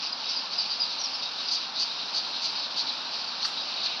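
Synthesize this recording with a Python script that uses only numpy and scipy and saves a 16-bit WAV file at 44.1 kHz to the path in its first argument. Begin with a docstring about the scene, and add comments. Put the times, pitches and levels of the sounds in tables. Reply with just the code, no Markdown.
"""Egret chicks beg in a heronry nest: short dry rasps, about three a second, each a train of uneven pulses
filtered by a high throat resonance. Neighbouring chicks rasp and peep further off, and distant adults give
short low croaks. Once a bill clacks and rings in damped modes; the trees return a short echo of calls and
clack. Twigs rustle faintly, and the whole colony blurs into a hiss over a low outdoor rush."""
import sys
import numpy as np
from scipy import signal
from scipy.fft import rfft, irfft, next_fast_len
from scipy.io import wavfile
from scipy.ndimage import map_coordinates

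SR = 44100
rng = np.random.default_rng(int(sys.argv[2]) if len(sys.argv) > 2 else 0)


def wav_record(signal):
    """Record a signal, one row per channel, as 16-bit PCM in the file named by sys.argv[1]."""
    frames = np.transpose(np.atleast_2d(signal))
    bounded = np.clip(frames, -1, 1)
    # unit amplitude maps onto the largest positive 16-bit level
    quanta = np.round(bounded * 32767).astype(np.int16)
    wavfile.write(sys.argv[1], SR, quanta)


N = 176400

# spectral envelope of distant rasps, applied on top of the throat resonance: f/Hz, gain/dB
FAR_COLOUR = [(500, -5.5), (2000, -5.5), (3200, -0.5), (3800, 5.5), (5400, -0.5), (6100, -5), (6900, -25.5),
              (8000, -28), (9200, -33), (14000, -34)]
FAR_PULSE_HZ, FAR_JITTER, FAR_BREATH = 340, .17, .45  # breath: noise share of the source power
ATTACK_S, RELEASE_S = .018, .012


def near_chicks():
    """Formant resonance: pulses ring the throat of a begging chick at about 4.5 kHz."""
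    # begging rasps: t/s, length/s, level/dB, throat f/Hz, pulse rate/Hz, treble gain/dB
    calls = [(1.507, 0.058, -27, 4600, 420, 1), (1.788, 0.054, -28, 4600, 370, 3.5),
             (2.141, 0.052, -28.5, 4560, 420, 1.5), (2.418, 0.061, -31.5, 4530, 380, 5.5),
             (2.765, 0.057, -29, 4440, 350, -1), (3.421, 0.015, -26, 4250, 330, -14),
             (3.439, 0.025, -26.5, 4520, 350, -3), (3.832, .040, -29, 4350, 350, -2.5)]
    # spectral envelope on top of the throat resonance: f/Hz, gain/dB
    colour = [(500, -10), (2000, -1.5), (3000, 10), (4000, 0), (5200, 2), (6100, 7), (6900, -6.5),
              (8000, -9.5), (9200, -20), (11000, -15.5), (14000, -27)]
    out = np.zeros(N)
    for start, length, db, throat_hz, pulse_hz, treble_db in calls:
        call = rasp(length, throat_hz, width_hz=750, pulse_hz=pulse_hz, colour=colour,
                    jitter=.12, breath=.28, treble_db=treble_db)
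        add(out, start - ATTACK_S / 2, amp(db) * call)
    return out


def rasp(length, throat_hz, width_hz, pulse_hz=FAR_PULSE_HZ, colour=FAR_COLOUR,
         jitter=FAR_JITTER, breath=FAR_BREATH, treble_db=0, size=8192, count=96):
    """Source-filter model: uneven pulses, each with a puff of air, excite the throat resonance."""
    def throat(hz):
        resonance = 1j * hz * width_hz / (throat_hz ** 2 - hz ** 2 + 1j * hz * width_hz)
        return amp(along(colour, hz)) * resonance ** 2

    t = np.arange(size) / SR - ATTACK_S / 2
    periods = np.exp(jitter * rng.standard_normal(count))
    onsets = np.clip((np.cumsum(periods) - 1) * SR / pulse_hz, 0, size).astype(int)
    strengths = amp(1.2 * rng.standard_normal(count))
    pulses = np.bincount(onsets, strengths, size + 1)[:size]
    puffs = signal.lfilter([1], [1, -np.exp(-2 * pulse_hz / SR)], pulses) * rng.standard_normal(size)
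    source = np.sqrt(1 - breath) * unit(pulses) + np.sqrt(breath) * unit(puffs)
    envelope = gate(t, length, ATTACK_S, RELEASE_S)
    voice = filtered(source * envelope, throat)
    treble = filtered(voice, lambda hz: 1 / (1 + np.exp((6400 - hz) / 250)))
    from_middle = np.minimum(np.abs(2 * t / length - 1), 2)
    treble_gain = amp(treble_db - 6.5 * from_middle ** 2)  # brightest mid-call
    return unit(voice - treble + treble * treble_gain) * np.sqrt(np.mean(envelope ** 2))


def clack(size=16384):
    """Modal ringing: a bill snaps shut and its damped modes sound, trailed by a faint bright scrape."""
    # bill impacts: t/s, level/dB
    impacts = [(3.449, -19.5)]
    # bill modes: f/Hz, relative level/dB, T60/s
    modes = [(1296, -6.5, 0.032), (1510, -7, 0.03), (1790, -10.5, 0.022), (2730, -12, 0.05),
             (5400, -7, 0.04)]
    # scrape spectrum: f/Hz, relative density/dB
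    scrape_colour = [(3000, -1.5), (5800, 12), (7000, 1.5), (8000, -2), (9000, -21), (10400, -1.5),
                     (11300, -21), (14300, -27), (15200, -14)]
    ring_rise_s, scrape_rise_s, scrape_t60_s = .00031, .0072, .26
    out, t = np.zeros(N), np.arange(size) / SR
    for start, db in impacts:
        ring = np.zeros(size)
        for hz, mode_db, t60 in modes:
            phase = 2 * np.pi * hz * t + .61 * wobble(660, size)  # phase noise roughens the ring
            ring += amp(mode_db - 60 * t / t60) * np.sin(phase)
        ring *= 1 - np.exp(-t / ring_rise_s)
        scrape = unit(filtered(rng.standard_normal(size), lambda hz: amp(along(scrape_colour, hz))))
        scrape *= amp(-21.5 - 60 * t / scrape_t60_s) * (1 - np.exp(-t / scrape_rise_s))
        add(out, start, amp(db) * (ring + scrape))
    return out


def neighbours():
    """Formants set the timbre: high in other nests' dull rasps, lower in hoarse calls and clucks."""
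    # neighbouring rasps: t/s, length/s, level/dB, throat f/Hz
    calls = [(0.02, 0.051, -34.5, 4890), (0.199, 0.099, -41, 4060), (0.287, 0.037, -31, 5030),
             (0.518, 0.038, -35, 4850), (0.593, 0.046, -33.5, 4720), (0.638, 0.019, -37.5, 4140),
             (0.691, 0.04, -36, 4680), (0.806, .09, -40.5, 4160), (0.903, 0.034, -39.5, 4960),
             (1.229, 0.0096, -28.5, 4760), (1.381, 0.051, -38, 4250), (1.482, 0.01, -25, 4720),
             (1.747, 0.054, -36.5, 4260), (1.868, 0.019, -38, 4330), (1.988, 0.028, -36.5, 4170),
             (2.155, 0.049, -38, 4000), (2.241, 0.029, -38.5, 4190), (2.312, 0.079, -37.5, 4000),
             (2.453, .05, -38, 4300), (2.552, 0.055, -35.5, 4420), (2.622, 0.033, -36.5, 4100),
             (2.868, 0.04, -33, 4020), (3.126, 0.046, -35, 4400), (3.396, 0.038, -40.5, 4060),
             (3.57, 0.041, -35.5, 4100), (3.759, 0.074, -37.5, 4040), (3.859, 0.032, -37.5, 3730)]
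    # hoarse rasps further off: t/s, length/s, level/dB
    hoarse_calls = [(0.015, 0.038, -41.5), (0.231, .11, -48.5), (0.581, 0.083, -47), (1.366, 0.07, -48.5),
                    (2.448, .14, -49), (2.8, 0.15, -50.5), (3.658, .15, -47), (3.85, .11, -43.5)]
    # their spectral envelope: f/Hz, gain/dB
    hoarse_colour = [(1900, -8.5), (2500, 0), (4000, -2.5), (7000, -38.5)]
    # distant clucks: t/s, length/s, level/dB, throat f/Hz
    clucks = [(.216, 0.017, -45.5, 810), (0.442, 0.0081, -37.5, 984)]
    out = np.zeros(N)
    for start, length, db, throat_hz in calls:
        add(out, start - ATTACK_S / 2, amp(db) * rasp(length, throat_hz, width_hz=1450))
    for start, length, db in hoarse_calls:
        call = rasp(length, throat_hz=2736, width_hz=970, pulse_hz=260, colour=hoarse_colour)
        add(out, start - ATTACK_S / 2, amp(db) * call)
    for start, length, db, throat_hz in clucks:
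        add(out, start - ATTACK_S / 2, amp(db) * rasp(length, throat_hz, width_hz=280))
    return out


def peeps(size=4096):
    """Frequency and amplitude modulation: thin whistles flutter as they glide through three pitches."""
    # peeps: t/s, length/s, level/dB, first f/Hz, middle f/Hz, last f/Hz
    whistles = [(0.125, 0.0087, -27.5, 4916, 4900, 4840), (0.359, 0.029, -31.5, 5080, 4870, 4560),
                (.582, 0.0098, -24.5, 4940, 4890, 4900), (0.593, 0.023, -28, 4860, 4800, 4690),
                (0.697, 0.043, -32, 4780, 4720, 4710), (0.8, 0.043, -26, 4940, 4840, 4770),
                (0.993, 0.035, -35, 5920, 5720, 5440), (1.038, 0.015, -29.5, 5550, 5590, 5420),
                (1.057, 0.0046, -23, 5230, 5020, 4940), (1.136, 0.017, -31, 4880, 5070, 5450),
                (1.154, 0.014, -34.5, 5540, 5100, 5000)]
    edge_s, waver_hz, flutter_db = .007, 75, 3.3
    out, t = np.zeros(N), np.arange(size) / SR - edge_s / 2
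    for start, length, db, *pitches in whistles:
        hz = np.interp(t, [0, length / 2, length], pitches) + waver_hz * wobble(500, size)
        flutter = amp(flutter_db * wobble(600, size))
        tone = unit(np.sin(2 * np.pi * np.cumsum(hz) / SR) * flutter)
        add(out, start - edge_s / 2, amp(db) * tone * gate(t, length, edge_s, edge_s))
    return out


def crowd(count=160):
    """Superposition: remote chicks call over one another, each with its own throat resonance."""
    calls_per_s, low_hz, high_hz = 32, 3690, 5060
    level_db, spread_db = -39.5, 3.5
    out = np.zeros(N)
    for slot, (late, pitch, loud) in enumerate(rng.uniform(0, 1, (count, 3))):
        start = (slot + late) / calls_per_s
        call = rasp(length=.018, throat_hz=low_hz + pitch * (high_hz - low_hz), width_hz=470, size=4096)
        if start < N / SR:
            add(out, start, amp(level_db + spread_db * (2 * loud - 1)) * call)
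    return out


def twigs():
    """Friction noise: nest twigs rustle in faint, grainy spells as the birds shift."""
    # rustles: t/s, length/s, level/dB
    rustles = [(0.314, 0.049, -71), (0.552, 0.091, -72), (0.888, .3, -75.5), (1.363, 0.096, -73.5),
               (1.855, 0.45, -74.5), (2.3, 0.66, -75), (2.968, .33, -74), (3.32, .66, -75.5)]
    # rustle spectrum: f/Hz, relative density/dB
    colour = [(5000, -15), (7000, 0.5), (8100, -1.5), (8900, -14.5), (10300, -18.5), (11500, -26.5)]
    grain_db, flutter_db = 3, 2.2
    envelope = spells([(start, length, amp(db)) for start, length, db in rustles], edge_s=.025)
    grain = amp(grain_db * wobble(540) + flutter_db * wobble(40))
    return envelope * unit(grain * stereo_noise(colour, coherence=[(8000, .3)]))


def colony():
    """Incoherent summation: countless distant chicks merge into a grainy, swaying hiss."""
    # hiss spectrum: f/Hz, relative density/dB
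    colour = [(1500, -49), (2100, -15), (2450, -8.5), (2750, -6.5), (3200, -7.5), (4200, -1), (4800, -1.5),
              (5400, -6.5), (5900, -14.5), (6900, -37), (8000, -42.5), (8900, -53.5), (10300, -53),
              (11500, -61.5), (15500, -62.5)]
    # likeness of left and right: f/Hz, coherence
    coherence = [(2000, 0.8), (3000, 0.86), (4500, 1), (6000, .97), (7500, 0.27), (10000, 0.73)]
    level_db, sway_db, grain_db = -35.5, .35, 1.2
    envelope = amp(level_db + sway_db * wobble(14) + grain_db * wobble(600))
    return envelope * stereo_noise(colour, coherence)


def rush():
    """Ambient noise: the low rush of the open air, less coherent between the ears as frequency rises."""
    # rush spectrum: f/Hz, relative density/dB
    colour = [(25, -43.5), (154, -13), (196, -8), (268, -6), (381, -12), (879, 0.5), (1450, -3), (1810, -8),
              (2100, -15), (4000, -120)]
    # likeness of left and right: f/Hz, coherence
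    coherence = [(100, 1), (300, 0.99), (600, .95), (900, 0.95), (1300, 0.71), (1900, 0.64)]
    # stereo balance: f/Hz, left minus right level/dB
    balance = [(250, 0), (500, 0), (750, -1.8), (1300, 1.5), (2000, 1.5)]
    # slight swell: t/s, level/dB
    swell = [(0, -43), (1.8, -43), (2.6, -42), (4, -41.5)]
    air = stereo_noise(colour, coherence)
    air = filtered(air, lambda hz: amp(np.outer([.5, -.5], along(balance, hz))))
    return amp(np.interp(np.arange(N) / SR, *np.transpose(swell))) * air


def among_trees(sound, wet_db, side_db=-17):
    """Reverberation: the trees add a short, nearly central tail whose top treble dies first."""
    # reverberation time: f/Hz, T60/s
    decay = [(500, 0.37), (4000, 0.44), (10000, 0.059)]
    hz, t, spectra = signal.stft(rng.standard_normal((2, SR // 2)), SR, nperseg=256)
    tail = signal.istft(spectra * amp(-60 * t / along(decay, hz)[:, None]), SR, nperseg=256)[1]
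    mid, side = signal.fftconvolve(sound[None], tail / np.linalg.norm(tail[0]), axes=1)[:, :N]
    return sound + amp(wet_db) * (mid + amp(side_db) * np.array([side, -side]))


def stereo_noise(colour, coherence):
    """Mid-side mixing: two independent noises give a set spectrum and left-right coherence at rms 1."""
    def response(hz):
        angle = np.arccos(np.clip(along(coherence, hz), -1, 1)) / 2
        return amp(along(colour, hz)) * [np.cos(angle), np.sin(angle)]

    mid, side = filtered(rng.standard_normal((2, N)), response)
    return unit(np.array([mid + side, mid - side]))


def amp(db):
    """Decibels to amplitude ratio."""
    return 10 ** (np.asarray(db) / 20)


def unit(x):
    """Normalisation to rms 1."""
    return x / np.sqrt(np.mean(x ** 2) + 1e-20)


def along(points, hz):
    """Interpolation of (f/Hz, value) points on a logarithmic frequency axis."""
    knots_hz, values = np.transpose(points)
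    return np.interp(np.log(hz + 1), np.log(knots_hz + 1), values)


def wobble(rate, size=N):
    """Random modulation: a spline through `rate` Gaussian knots a second."""
    knots = rng.standard_normal(int(size * rate / SR) + 4)
    return map_coordinates(knots, [np.arange(size) * rate / SR])


def filtered(x, response):
    """Linear filtering: the spectrum of x times a frequency response."""
    size = x.shape[-1]
    padded = next_fast_len(size + 4096)
    return irfft(rfft(x, padded) * response(np.fft.rfftfreq(padded, 1 / SR)), padded)[..., :size]


def add(track, start_s, sound):
    """Superposition of a sound on the track from start_s."""
    i = max(round(start_s * SR), 0)
    track[i:i + len(sound)] += sound[:N - i]


def gate(t, length, attack, release):
    """Envelope of two linear ramps, centred on t = 0 and t = length."""
    return np.clip(.5 + t / attack, 0, 1) * np.clip(.5 + (length - t) / release, 0, 1)


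def spells(rows, edge_s):
    """Sum of ramped envelopes from rows of t/s, length/s, height."""
    t = np.arange(N) / SR
    return sum(height * gate(t - start, length, edge_s, edge_s) for start, length, height in rows)


def scene():
    """Superposition of nest, neighbours and colony; distant rasps carry the largest share of echo."""
    # lulls in the colony: t/s, length/s, depth/dB
    lulls = [(.085, 0.092, 2.5), (.475, .035, 4.5), (1.66, 0.1, 2.5), (2.67, 0.036, 4.5)]
    lull_gain = amp(-spells(lulls, edge_s=.03))
    birds = among_trees(near_chicks(), wet_db=-10.5)
    birds += among_trees(neighbours() + lull_gain * crowd(), wet_db=-5)
    birds += among_trees(peeps(), wet_db=-12)
    birds += among_trees(clack(), wet_db=-10)
    return birds + twigs() + lull_gain * colony() + rush()


def record(dry):
    """Band limiting: an ideal low-pass filter removes the highest treble."""
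    return filtered(dry, lambda hz: hz < 15720)


dry = scene()
out = record(dry)
wav_record(out)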